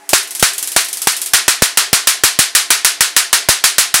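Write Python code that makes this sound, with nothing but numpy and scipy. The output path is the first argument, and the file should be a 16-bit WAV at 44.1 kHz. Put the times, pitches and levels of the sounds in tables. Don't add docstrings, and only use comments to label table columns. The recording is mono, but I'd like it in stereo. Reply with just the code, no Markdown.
import sys
import numpy as np
from scipy import signal
from scipy.fft import rfft, irfft
from scipy.io import wavfile
from scipy.ndimage import uniform_filter1d

SR = 44100
rng = np.random.default_rng(int(sys.argv[2]) if len(sys.argv) > 2 else 0)


def transcribe(u):
    v = np.clip(np.atleast_2d(u).T, -1, 1)
    q = np.round(v * 32767).astype(np.int16)
    wavfile.write(sys.argv[1], SR, q)


N = 176400
TAIL = 24000


def amp(db):
    return 10 ** (np.asarray(db) / 20)


def unit(x):
    return x / np.sqrt(np.mean(x ** 2) + 1e-20)


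def curve(points, hz):
    f, value = np.transpose(points)
    return np.interp(np.log(hz + 1), np.log(f), value)


def add(mix, at_s, sound):
    part = mix[:, max(round(at_s * SR), 0):][:, :sound.shape[-1]]
    part += sound[..., :part.shape[1]]


def tilt(x, db_per_octave):
    hz = np.maximum(np.fft.rfftfreq(x.shape[-1], 1 / SR), 500)
    return irfft(rfft(x) * amp(db_per_octave * np.log2(hz / 4000)), x.shape[-1])


# (frequency [Hz], correlation [capped at 1])
PORT_LIKENESS = [(50, 0.96), (1500, 1.15), (4000, 0.93), (8000, 0.68), (11000, 0.36), (15000, 0)]
# (frequency [Hz], left minus right [dB])
PORT_BALANCE = [(50, -1.5), (2000, 0.5), (9000, 0.8), (10800, 0.5), (12500, -4), (14500, 2)]


def diffuse(colour, size):
    hz = np.fft.rfftfreq(size, 1 / SR)
    mid, side = rfft(rng.standard_normal((2, size)))
    likeness = np.clip(curve(PORT_LIKENESS, hz), -1, 1)
    sign = np.array([[1], [-1]])
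    stereo = mid * np.sqrt(1 + likeness) + sign * side * np.sqrt(1 - likeness)
    eq = amp(curve(colour, hz) + sign * curve(PORT_BALANCE, hz) / 2)
    return unit(irfft(stereo * eq, size))


# (frequency [Hz], relative density [dB])
WASH_COLOUR = [(30, -32), (100, -28), (200, -11), (400, -11), (550, -13.5), (800, -1), (1200, -9),
               (1800, -3), (3000, -13.5), (10000, -13), (16000, -28)]


def machine_wash(level_db=-45):
    return amp(level_db) * diffuse(WASH_COLOUR, N)


# (pitch [Hz], level [dB])
HUM_TONES = [(297, -55), (392, -55), (680, -51.5)]


def machine_hum(waver_hz=5):
    out = np.zeros(N)
    for hz, db in HUM_TONES:
        drift = unit(uniform_filter1d(rng.standard_normal(N), size=3000))
        out += amp(db) * np.sin(2 * np.pi * np.cumsum(hz + waver_hz * drift) / SR)
    return out


def squeak(at_s=0.03, width_s=0.024, hz=840, level_db=-40, octave_db=-13):
    t = np.arange(N) / SR
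    phase = 2 * np.pi * hz * t
    swell = np.exp(-((t - at_s) / width_s) ** 2)
    return amp(level_db) * swell * (np.sin(phase) + amp(octave_db) * np.sin(2 * phase))


# (frequency [Hz], t60 [s])
ROOM_DECAY = [(80, 0.47), (400, 0.62), (1000, 0.24), (2000, 0.35), (4500, 0.33), (8000, 0.25), (12000, .22),
              (16000, 0.14)]


def echoes(common, colour, shared):
    field = shared * common + np.sqrt(1 - shared ** 2) * diffuse(colour, TAIL)
    hz, t, bands = signal.stft(field, SR, nperseg=256)
    decay = amp(-60 * t / curve(ROOM_DECAY, hz)[:, None])
    return signal.istft(bands * decay, SR, nperseg=256)[1][:, :TAIL]


# (time [s], relative level [dB])
TICK_CUES = [(0.0913, 0.5), (0.182, -7), (0.229, -12), (0.2738, -14.5), (0.3077, -7.5), (0.35, -3.5),
             (0.396, -1), (.48, -7), (0.534, -6.5), (0.5809, -1.5), (0.6272, -1), (.674, -3), (0.718, -4.5),
             (0.807, -5), (.846, -6), (0.885, -7.5), (0.9294, -2.5), (0.971, -5.5), (1.0179, -0.5),
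             (1.077, -14), (1.12, -6), (1.166, -3.5), (1.2165, -1), (1.2605, -3)]
# (frequency [Hz], relative density [dB])
TICK_ROOM_COLOUR = [(50, -52), (200, -34), (400, -19), (600, -25.5), (1000, -15.5), (2000, -13),
                    (4000, -8.5), (6500, -5.5), (9000, -1), (11000, -0.5), (13000, -8), (16000, -11.5)]
# (delay [s], relative level [dB])
TICK_TAPS = [(.0002, 1), (.0023, 1), (.0038, -8), (.0148, -12), (.017, -10)]


def ticks(needle_db=-3, needle_hz=9500, needle_s=0.00008, room_db=-15, early_db=-10, early_s=0.011):
    out, t = np.zeros((2, N)), np.arange(TAIL) / SR
    common = diffuse(TICK_ROOM_COLOUR, TAIL)
    early_lift = 1 + amp(early_db) * np.exp(-t / early_s)
    needles = np.zeros(TAIL)
    for delay, db in TICK_TAPS:
        age = t - delay
        needles += amp(db) * np.exp(-(age / needle_s) ** 2) * np.sin(2 * np.pi * needle_hz * age)
    for at_s, db in TICK_CUES:
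        room = amp(room_db) * early_lift * echoes(common, TICK_ROOM_COLOUR, shared=0.53)
        add(out, at_s, amp(db) * (room + amp(needle_db) * needles))
    return out


def blast(hz, shock_db=14, thump_s=0.0038, cutoff_ratio=4.2, spread=0.2, low_cut_hz=200):
    t = np.arange(TAIL) / SR
    lowpass = 1 / (1 + (np.fft.rfftfreq(TAIL, 1 / SR) / (cutoff_ratio * hz)) ** 2)
    gate = np.exp(-(t / thump_s) ** 4)
    mid, side = irfft(rfft(rng.standard_normal((2, TAIL))) * lowpass, TAIL) * gate
    thump = mid + spread * np.array([side, -side])
    thump *= np.sqrt(np.sum(gate ** 2) / np.sum(thump[0] ** 2))
    phase = 2 * np.pi * hz * t
    shock = amp(shock_db) * (phase - 1) * np.exp(-phase)
    return signal.lfilter(*signal.butter(1, low_cut_hz, "high", fs=SR), shock + thump)


# (pitch [Hz], relative level [dB], t60 [s])
PART_MODES = [(409, -42, .5), (700, -38, 0.63), (1056, -35, 0.72), (1260, -27, 0.12), (1510, -37, 0.28),
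              (1660, -31.5, 0.32), (1832, -21, 0.28), (2360, -29, 0.36), (3160, -34, .3), (4150, -22, 0.34),
              (4240, -47, 0.3)]


def ringing_parts(t):
    return sum(amp(db - 60 * t / t60) * np.sin(2 * np.pi * (hz * t + rng.random()))
               for hz, db, t60 in PART_MODES)


# (time [s], room and ring level [dB], relative blast level [dB],
# blast pitch [Hz], room brightness [dB/octave])
SNAP_CUES = [(0.1321, -2, 19, 234, 0), (0.4261, -2, 12.5, 245, 0), (0.7633, -3.5, 7.5, 272, -0.5),
             (1.0716, -5.5, 8.5, 390, 0), (1.335, -1, 5.5, 580, 0), (1.4803, -3, 5, 470, 0),
             (1.6211, -3.5, 11, 223, 0), (1.773, -2.5, -2.5, 700, -0.5), (1.93, -2.5, 12.5, 413, 0),
             (2.072, -2.5, -9, 800, 0.5), (2.2364, -1.5, 12.5, 430, 0.5), (2.3893, -2, 7, 380, 0.5),
             (2.5504, -1.5, -18, 800, 0.5), (2.7043, -2, 1, 900, 0), (2.847, -2.5, -2, 900, 0.5),
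             (3.0071, -3, -1, 880, 0), (3.1645, -2, 7.5, 795, 0.5), (3.329, -2.5, -4, 555, -0.5),
             (3.4872, -1.5, 16.5, 322, 0), (3.6397, -2, 5, 750, 0.5), (3.7824, -2, -0.5, 650, 0.5),
             (3.9411, -2.5, -3, 650, 0.5)]
# (frequency [Hz], relative density [dB])
SNAP_ROOM_COLOUR = [(40, -52), (150, -34.5), (270, -31), (390, -16.5), (520, -19.5), (750, -10.5),
                    (1050, -2.5), (1500, 1.5), (2200, -1), (2800, -1.5), (4200, 0.5), (6500, 1), (9500, 3),
                    (11000, 0.5), (13000, -7), (16000, -5.5)]


def snaps(crack_db=17.5, crack_s=0.0026, blast_trim_db=-4.5):
    out, t = np.zeros((2, N)), np.arange(TAIL) / SR
    common = diffuse(SNAP_ROOM_COLOUR, TAIL)
    crack = 1 + amp(crack_db) * np.exp(-(t / crack_s) ** 2)
    fade_out = np.minimum(4 * (1 - t / t[-1]), 1)
    for at_s, db, blast_db, blast_hz, brightness in SNAP_CUES:
        room = tilt(echoes(common, SNAP_ROOM_COLOUR, shared=0.44), brightness) * fade_out
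        body = amp(db) * (room * crack + ringing_parts(t))
        punch = amp(blast_trim_db + blast_db) * blast(blast_hz)
        add(out, at_s, body + punch)
    return out


def scene():
    return snaps() + ticks() + machine_wash() + squeak() + machine_hum()


def record(dry, knee=6, high_cut_hz=15850):
    clipped = dry / (1 + abs(dry) ** knee) ** (1 / knee)
    high_cut = signal.firwin(255, high_cut_hz, window=("kaiser", 7), fs=SR)
    return signal.oaconvolve(clipped, high_cut[None], "same")


dry = scene()
out = record(dry)
transcribe(out)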